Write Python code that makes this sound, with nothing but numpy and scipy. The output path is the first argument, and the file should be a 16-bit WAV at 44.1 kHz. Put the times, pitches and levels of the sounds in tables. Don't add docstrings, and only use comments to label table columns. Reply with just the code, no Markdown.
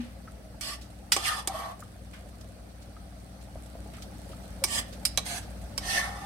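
import sys
import numpy as np
from scipy import signal
from scipy.fft import rfft, irfft, next_fast_len
from scipy.io import wavfile
from scipy.ndimage import uniform_filter1d, map_coordinates

SR = 44100
rng = np.random.default_rng(int(sys.argv[2]) if len(sys.argv) > 2 else 0)


def persist_wave(psi):
    counts = np.round(np.clip(psi, -1, 1) * 32767).astype(np.int16)
    wavfile.write(sys.argv[1], SR, np.atleast_2d(counts).T)


N = 275801

# t/s, level/dB, t60/s, pan knock/dB, treble/dB, ring f/Hz, ring/dB
STRIKES = [(.610, -33.5, 0.11, -28, 0.5, 5700, -3), (1.120, -16, 0.11, -21, -4.5, 5000, -6),
           (1.164, -25, 0.068, 3, -4.5, 9050, -21), (1.474, -22.5, 0.046, -7.5, 0.5, 8600, -26),
           (4.639, -18.5, 0.059, -12.5, 1.5, 5240, -5.5), (5.052, -21.5, 0.077, -47, 2.5, 5020, -1),
           (5.1747, -21, 0.061, -6.5, -3.5, 5980, 3.5), (5.778, -25.5, 0.052, -9.5, -1, 5200, 0)]
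# f/Hz, level/dB
STEEL_SPECTRUM = [(400, -22.5), (1200, -10), (2300, -6), (3800, -3), (5500, -12), (6700, -5.5), (8500, 1.5),
                  (11000, -8), (13000, -8.5), (16000, -24)]
# f/Hz, width/Hz, level/dB
BLADE_MODES = [(2280, 86, -3), (3860, 115, 0.5), (4990, 120, 0.5), (5920, 140, 4.5), (8720, 170, -4)]
# f/Hz, width/Hz, level/dB
PAN_MODES = [(334, 90, -5), (642, 170, 3), (800, 83, 4.5), (1123, 146, 4.5)]


def tong_clicks(spike_db=16, crack_t60_s=0.0031, attack_s=0.00049, ring_width_hz=330, partials_db=-4,
                lead_in_s=0.003, lead_in_db=-17):
    out, t = np.zeros((2, N)), clock(SR // 4)
    for at_s, db, t60_s, knock_db, treble_db, ring_hz, ring_db in STRIKES:
        chatter = dense_modes(rng.standard_normal((2, 2 * len(t))), t60_s=0.021)[:, len(t):]
        chatter *= (decay(t, t60_s) + decay(t, crack_t60_s)) * onset(t, attack_s)
        chatter[0] += amp(spike_db) * signal.unit_impulse(len(t), round(attack_s * SR))
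        partials = amp(partials_db) * resonate(chatter, BLADE_MODES)
        steel = brightened(shaped(chatter, STEEL_SPECTRUM) + partials, treble_db)
        ring = amp(ring_db) * resonate(chatter * decay(t, t60_s=0.18), [(ring_hz, ring_width_hz, 0)])
        knock = amp(knock_db) * resonate(chatter, PAN_MODES)
        add(out, at_s, amp(db) * (steel + ring + knock))
        lead_in = shaped(rng.standard_normal((2, len(t))), STEEL_SPECTRUM)
        lead_in *= (t / lead_in_s) * (t < lead_in_s)
        add(out, at_s - lead_in_s, amp(db + lead_in_db) * lead_in)
    return out


# start t/s, end t/s, grit/dB, floor/dB, wall/dB, press t/s, press width/s, press/dB
STROKES = [(.612, .742, -43, -49.5, -52, .655, 0.075, 3.5),
           (1.173, 1.40, -41.5, -41, -50, 1.28, 0.042, 10.5), (1.477, 1.716, -56, -42, -58, 1.58, 0.073, 9),
           (4.658, 4.794, -44, -46.5, -50.5, 4.77, 0.07, 12), (5.246, 5.383, -41.5, -45.5, -48, 5.3, .1, 2),
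           (5.803, 6.255, -54.5, -48.5, -55.5, 5.945, 0.12, 22)]
# floor f/Hz, upper floor f/Hz, upper floor/dB, wall f/Hz, rim f/Hz,
# blade f/Hz, blade/dB, treble/dB
STROKE_MODES = [(657, 1130, 1, 1860, 3700, 5100, -8.5, -0.5), (780, 1230, 0.5, 1800, 2600, 4400, -30, -1),
                (688, 1173, 2.5, 1850, 2300, 11800, -10, -2), (673, 1163, -4, 1744, 2100, 7980, -4.5, -0.5),
                (694, 967, -4.5, 1590, 2100, 6360, -9, 0.5), (762, 1220, -1, 1817, 2250, 6000, -6.5, -1)]


def pan_scrapes(floor_db=-1, wall_db=3.5, grit_db=2, rim_db=-5, partials_db=-8, floor_width_hz=70,
                wall_width_hz=110, pan_lag_s=0.033, floor_follow=0.51, sink_db_per_s=12.5):
    out, slips, time = np.zeros((2, N)), friction(), clock()
    for stroke, modes in zip(STROKES, STROKE_MODES):
        start_s, end_s, steel_base_db, floor_base_db, wall_base_db, press_s, width_s, press_db = stroke
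        low_hz, high_hz, high_db, wall_hz, rim_hz, blade_hz, blade_db, treble_db = modes
        during = (time > start_s - 0.06) & (time < end_s + 0.15)
        t = time[during]
        pan_press_db = press_db * press(t, press_s + pan_lag_s, width_s)
        steel_gain = amp(steel_base_db + press_db * press(t, press_s, width_s))
        wall_gain = amp(wall_base_db + pan_press_db)
        floor_gain = amp(floor_base_db + floor_follow * pan_press_db + sink_db_per_s * (t - start_s))
        travel = np.linspace(0, np.pi / 2, len(t))
        rub = sum(share * dense_modes(slips[:, during], t60_s=0.074, direct_db=-14)
                  for share in (np.cos(travel), np.sin(travel)))
        floor_modes = [(low_hz, floor_width_hz, 0), (high_hz, floor_width_hz, high_db)]
        wall_modes = [(wall_hz, wall_width_hz, 0), (rim_hz, wall_width_hz, rim_db)]
        floor = amp(floor_db) * unit(resonate(rub, floor_modes))
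        wall = amp(wall_db) * unit(resonate(rub, wall_modes))
        steel = amp(grit_db) * wet_grit(rub, treble_db)
        steel += amp(blade_db) * unit(resonate(rub, [(blade_hz, 340, 0)]))
        steel += amp(partials_db) * unit(resonate(rub, BLADE_MODES))
        scrape = floor_gain * floor + wall_gain * wall + steel_gain * steel
        out[:, during] += drag(t, start_s, end_s) * scrape
    return out


# f/Hz, level/dB
GRIT_SPECTRUM = [(350, -11.5), (1500, -26), (2600, 2.5), (3300, 3), (6000, -1), (6900, -7), (8500, 0.5),
                 (11000, -3.5), (13000, -11.5), (16000, -23)]


def wet_grit(rub, treble_db):
    return unit(brightened(shaped(patchy(rub, depth_db=2.5), GRIT_SPECTRUM), treble_db))


def friction(slips_per_s=2500, judder_db=1):
    slips = (rng.random(N) < slips_per_s / SR) * rng.standard_normal((2, N))
    hiss = rng.standard_normal((2, N))
    return unit((unit(slips) + hiss) * amp(judder_db * wobble(110)))


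def drag(t, start_s, end_s, attack_s=0.014, release_t60_s=0.12):
    return onset(np.maximum(t - start_s, 0), attack_s) * decay(np.maximum(t - end_s, 0), release_t60_s)


def press(t, at_s, width_s):
    return np.exp(-((t - at_s) / width_s) ** 2)


def dense_modes(x, t60_s, direct_db=-6):
    t = clock(SR // 10)
    ring = rng.standard_normal((2, len(t))) * decay(t, t60_s)
    ring /= np.linalg.norm(ring, axis=1, keepdims=True)
    ring[:, 0] += amp(direct_db)
    return unit(signal.fftconvolve(x, ring, axes=1)[:, :x.shape[1]])


# t/s, level/dB, from f/Hz, to f/Hz, glide/s, t60/s
CLOSINGS = [(1.245, -30.5, 2810, 902, .05, 0.53), (5.89, -39, 4950, 1113, 0.085, 1.1)]


def closing_slides(width_hz=230, attack_s=0.0093, judder_db=2):
    out, t = np.zeros((2, N)), clock(SR // 3)
    for at_s, db, from_hz, to_hz, glide_s, t60_s in CLOSINGS:
        pitch_hz = to_hz + (from_hz - to_hz) * np.exp(-t / glide_s)
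        phase = 2 * np.pi * np.cumsum(pitch_hz) / SR
        noise = rng.standard_normal((2, 2, len(t)))
        in_phase, quadrature = coloured(noise, lambda hz: 1 / (1 + (hz / width_hz) ** 2))
        band = in_phase * np.cos(phase) + quadrature * np.sin(phase)
        add(out, at_s, amp(db) * decay(t, t60_s) * onset(t, attack_s) * band)
    return out * amp(judder_db * wobble(120))


# t/s, f/Hz, level/dB, length/s
SQUEAKS = [(0.725, 1176, -44, 0.021), (1.292, 1830, -35.5, 0.017), (1.33, 1237, -34.5, 0.022),
           (1.505, 780, -34.5, 0.013), (1.553, 640, -33, .012), (1.714, 1130, -41.5, 0.0083),
           (4.627, 554, -35.5, 0.011), (4.754, 908, -45.5, 0.017), (5.382, 761, -42, 0.0082),
           (5.982, 1775, -21, 0.0087), (6.017, 1790, -30, 0.0073), (6.245, 805, -38, 0.022)]


def steel_squeaks(waver=0.011):
    out, t = np.zeros(N), clock()
    wavering_t = t + waver * np.cumsum(wobble(250)) / SR
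    for at_s, hz, db, length_s in SQUEAKS:
        near = np.abs(t - at_s) < 3 * length_s
        envelope = np.exp(-2 * ((t[near] - at_s) / length_s) ** 2)
        out[near] += amp(db) * envelope * np.sqrt(2) * np.sin(2 * np.pi * hz * wavering_t[near])
    return out


# t/s, level/dB, f/Hz, t60/s
SQUISHES = [(0, -48, 1990, 0.46), (0.811, -46.5, 4300, 0.17), (1.802, -41, 8000, 0.046),
            (2.131, -46.5, 1820, 0.3), (2.41, -42.5, 4660, 0.043), (2.82, -49.5, 4480, .08),
            (3.409, -51, 4000, .08), (3.936, -47.5, 1850, 0.26), (4.020, -39, 4350, 0.079),
            (4.315, -48.5, 2820, .12), (4.925, -42, 3600, 0.11), (5.426, -48, 4500, .15)]


def strip_squishes(attack_s=0.0028):
    out, t = np.zeros((2, N)), clock(SR // 4)
    for at_s, db, hz, t60_s in SQUISHES:
        smack = noise_band((2, len(t)), hz, width_hz=1.4 * hz)
        add(out, at_s, amp(db) * decay(t, t60_s) * onset(t, attack_s) * smack)
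    return out


# t/s, level/dB, f/Hz
DROPS = [(.165, -41.5, 570), (.275, -34.5, 1290), (.898, -48, 696), (1.792, -36.5, 590), (1.823, -34, 1203),
         (2.445, -40.5, 636), (2.965, -40.5, 1244), (3.401, -50, 640), (3.556, -30.5, 620),
         (3.752, -35.5, 653), (3.784, -44, 710), (3.861, -35.5, 576), (3.981, -44, 1265), (4.298, -33, 538),
         (4.332, -40.5, 1270)]


def sauce_drops(note_db=-3, splash_db=-7, attack_s=0.001, t60_s=0.043):
    out, t = np.zeros((2, N)), clock(SR // 10)
    for at_s, db, hz in DROPS:
        splash = noise_band(len(t), hz, width_hz=0.45 * hz) * decay(t, t60_s) * onset(t, attack_s)
        add(out, at_s, amp(db) * (amp(note_db) * bubble(hz, t60_s) + amp(splash_db) * splash))
    return out


def food_ticks(count=22, level_db=-54, scatter_db=2, t60_s=0.076):
    out, t = np.zeros((2, N)), clock(SR // 10)
    for when, size in rng.random((count, 2)):
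        tick = shaped(rng.standard_normal((2, len(t))), STEEL_SPECTRUM) * decay(t, t60_s)
        add(out, when * N / SR, amp(level_db + scatter_db * (2 * size - 1)) * tick)
    return out


def container_bump(hz=240, db=-26, t60_s=0.18, attack_s=0.00043):
    t = clock()
    return amp(db) * decay(t, t60_s) * onset(t, attack_s) * np.sin(2 * np.pi * hz * t)


def simmer(count=2200, bubble_hz=625, pitch_scatter=0.15, level_db=-57, size_db=3, side_db=3.6,
           fizz_db=-71, pops_per_s=60):
    out = np.zeros((2, N))
    for when, (pitch, size, side) in zip(rng.random(count), rng.standard_normal((count, 3))):
        gain = amp(level_db + size_db * np.clip(size, -2, 1.5) + side_db * side * np.array([[1], [-1]]))
        hz = bubble_hz * np.exp(pitch_scatter * np.clip(pitch, -2, 2))
        add(out, when * N / SR, gain * bubble(hz, t60_s=0.046))
    pops = (rng.random(N) < pops_per_s / SR) * rng.standard_normal((2, N))
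    return (out + amp(fizz_db) * shaped(unit(pops), STEEL_SPECTRUM)) * swell()


def bubble(hz, t60_s, rise_per_s=1.2, attack_s=0.00098):
    t = clock(SR // 10)
    return np.sin(2 * np.pi * hz * t * (1 + rise_per_s * t)) * decay(t, t60_s) * onset(t, attack_s)


# f/Hz, level/dB
HUM_PARTIALS = [(59.3, -51), (98, -60.5), (118.7, -66), (178, -64.5), (196, -60), (237.5, -64.5),
                (296.7, -65.5)]


def appliance_hum(gain_db=0.5, waver_db=0.9, drift_rad=0.2, side_db=0.9):
    t, hum = clock(), np.zeros(N)
    for hz, db in HUM_PARTIALS:
        gain = amp(db + gain_db + waver_db * wobble(7))
        drift = drift_rad * wobble(5)
        hum += gain * np.sqrt(2) * np.sin(2 * np.pi * (hz * t + rng.random()) + drift)
    return hum * amp([[side_db], [-side_db]])


# f/Hz, relative density/dB
AIR_SPECTRUM = [(25, -44), (45, -5.5), (62, -5), (130, -10.5), (200, -13), (340, -20), (600, -25.5),
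                (1000, -29), (1300, -26.5), (2800, -35), (3900, -35), (4500, -33), (5200, -36), (5900, -35),
                (6900, -42), (8500, -34.5), (16000, -47)]
# f/Hz, L-R correlation
ROOM_COHERENCE = [(60, 0.95), (180, 0.89), (550, -0.28), (1650, -0.011), (4970, -0.12), (15000, 0.2)]
# f/Hz, L-R/dB
ROOM_BALANCE = [(60, 1.5), (240, 2), (950, 3), (3770, -2), (15000, -9.5)]


def room_air(level_db=-51):
    noise = patchy(rng.standard_normal((2, N)), depth_db=2)
    return amp(level_db) * spread(shaped(noise, AIR_SPECTRUM), ROOM_COHERENCE, ROOM_BALANCE)


def swell(before_db=1.24, after_db=5.5, at_s=3.8, rise_s=0.49):
    risen = (1 + np.tanh((clock() - at_s) / rise_s)) / 2
    return amp(before_db + (after_db - before_db) * risen)


# f/Hz, t60/s
ROOM_T60 = [(300, 0.4), (3000, 0.37), (12000, 0.11)]


def kitchen_reverb(x):
    hz, t, spectra = signal.stft(rng.standard_normal((2, SR // 2)), SR, nperseg=256)
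    tail = signal.istft(spectra * decay(t, along(ROOM_T60, hz)[:, None]), SR, nperseg=256)[1]
    return signal.fftconvolve(x, tail / np.linalg.norm(tail[0]), axes=1)[:, :N]


def amp(db):
    return 10 ** (np.asarray(db) / 20)


def unit(x):
    return x / np.sqrt(np.mean(x ** 2) + 1e-20)


def clock(samples=N):
    return np.arange(samples) / SR


def onset(t, attack_s):
    return 1 - np.exp(-t / attack_s)


def decay(t, t60_s):
    return amp(-60 * t / t60_s)


def add(track, at_s, sound):
    start = max(round(at_s * SR), 0)
    track[..., start:start + sound.shape[-1]] += sound[..., :max(N - start, 0)]


def along(points, hz):
    knots_hz, values = np.transpose(points)
    return np.interp(np.log(hz + 1), np.log(knots_hz + 1), values)


def wobble(knots_per_s):
    return map_coordinates(rng.standard_normal(int(N * knots_per_s / SR) + 4), [clock() * knots_per_s])


def filtered(x, response):
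    size = x.shape[-1]
    padded = next_fast_len(size + 8192, real=True)
    return irfft(rfft(x, padded) * response(np.fft.rfftfreq(padded, 1 / SR)), padded)[..., :size]


def coloured(x, response):
    def levelled(hz):
        gain = response(hz)
        return gain / np.sqrt(np.mean(np.abs(gain) ** 2))
    return filtered(x, levelled)


def shaped(x, spectrum):
    return coloured(x, lambda hz: amp(along(spectrum, hz)))


def brightened(x, treble_db):
    return filtered(x, lambda hz: amp(treble_db * along([(3500, -1.1), (9000, 0.74)], hz)))


def resonate(x, modes):
    def response(hz):
        return sum((-1) ** k * amp(db) * 1j * hz * width / (centre ** 2 - hz ** 2 + 1j * hz * width)
                   for k, (centre, width, db) in enumerate(modes))
    return coloured(x, response)


def noise_band(shape, hz, width_hz):
    band = [(hz, width_hz, 0)]
    return unit(resonate(resonate(rng.standard_normal(shape), band), band))


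def patchy(x, depth_db):
    spectra = signal.stft(x, nperseg=256)[2]
    patches = uniform_filter1d(rng.standard_normal(spectra.shape[1:]), size=2, axis=0)
    patches = unit(uniform_filter1d(patches, size=7, axis=1))
    return unit(signal.istft(spectra * amp(depth_db * patches), nperseg=256)[1][:, :x.shape[1]])


def spread(pair, coherence, balance):
    def mid_side_gains(hz):
        angle = np.arccos(np.clip(along(coherence, hz), -1, 1)) / 2
        return np.array([np.cos(angle), np.sin(angle)])

    def left_right_gains(hz):
        lean = amp(np.outer([0.5, -0.5], along(balance, hz)))
        return lean / np.sqrt(np.mean(lean ** 2, axis=0))

    mid, side = filtered(pair, mid_side_gains)
    return filtered(np.array([mid + side, mid - side]), left_right_gains)


# f/Hz, L-R correlation
PAN_COHERENCE = [(300, 1), (800, 0.32), (1500, 0.17), (3000, 0), (12000, 0.14)]
# f/Hz, L-R/dB
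PAN_BALANCE = [(400, -1), (1300, -1), (2400, -0.5), (4400, -3.5), (8100, -9.5), (15000, -11)]


def scene(reverb_db=-14):
    tongs = spread(tong_clicks() + pan_scrapes() + closing_slides(), PAN_COHERENCE, PAN_BALANCE)
    tongs += steel_squeaks()
    food = spread(strip_squishes() + food_ticks(), ROOM_COHERENCE, ROOM_BALANCE)
    near = tongs + food + sauce_drops() + simmer() + container_bump()
    reverb = amp(reverb_db) * kitchen_reverb(near)
    background = (appliance_hum() + room_air()) * swell()
    return near + reverb + background


def record(dry, cutoff_hz=16000):
    return filtered(dry, lambda hz: 1 / (1 + (hz / cutoff_hz) ** 120))


dry = scene()
out = record(dry)
persist_wave(out)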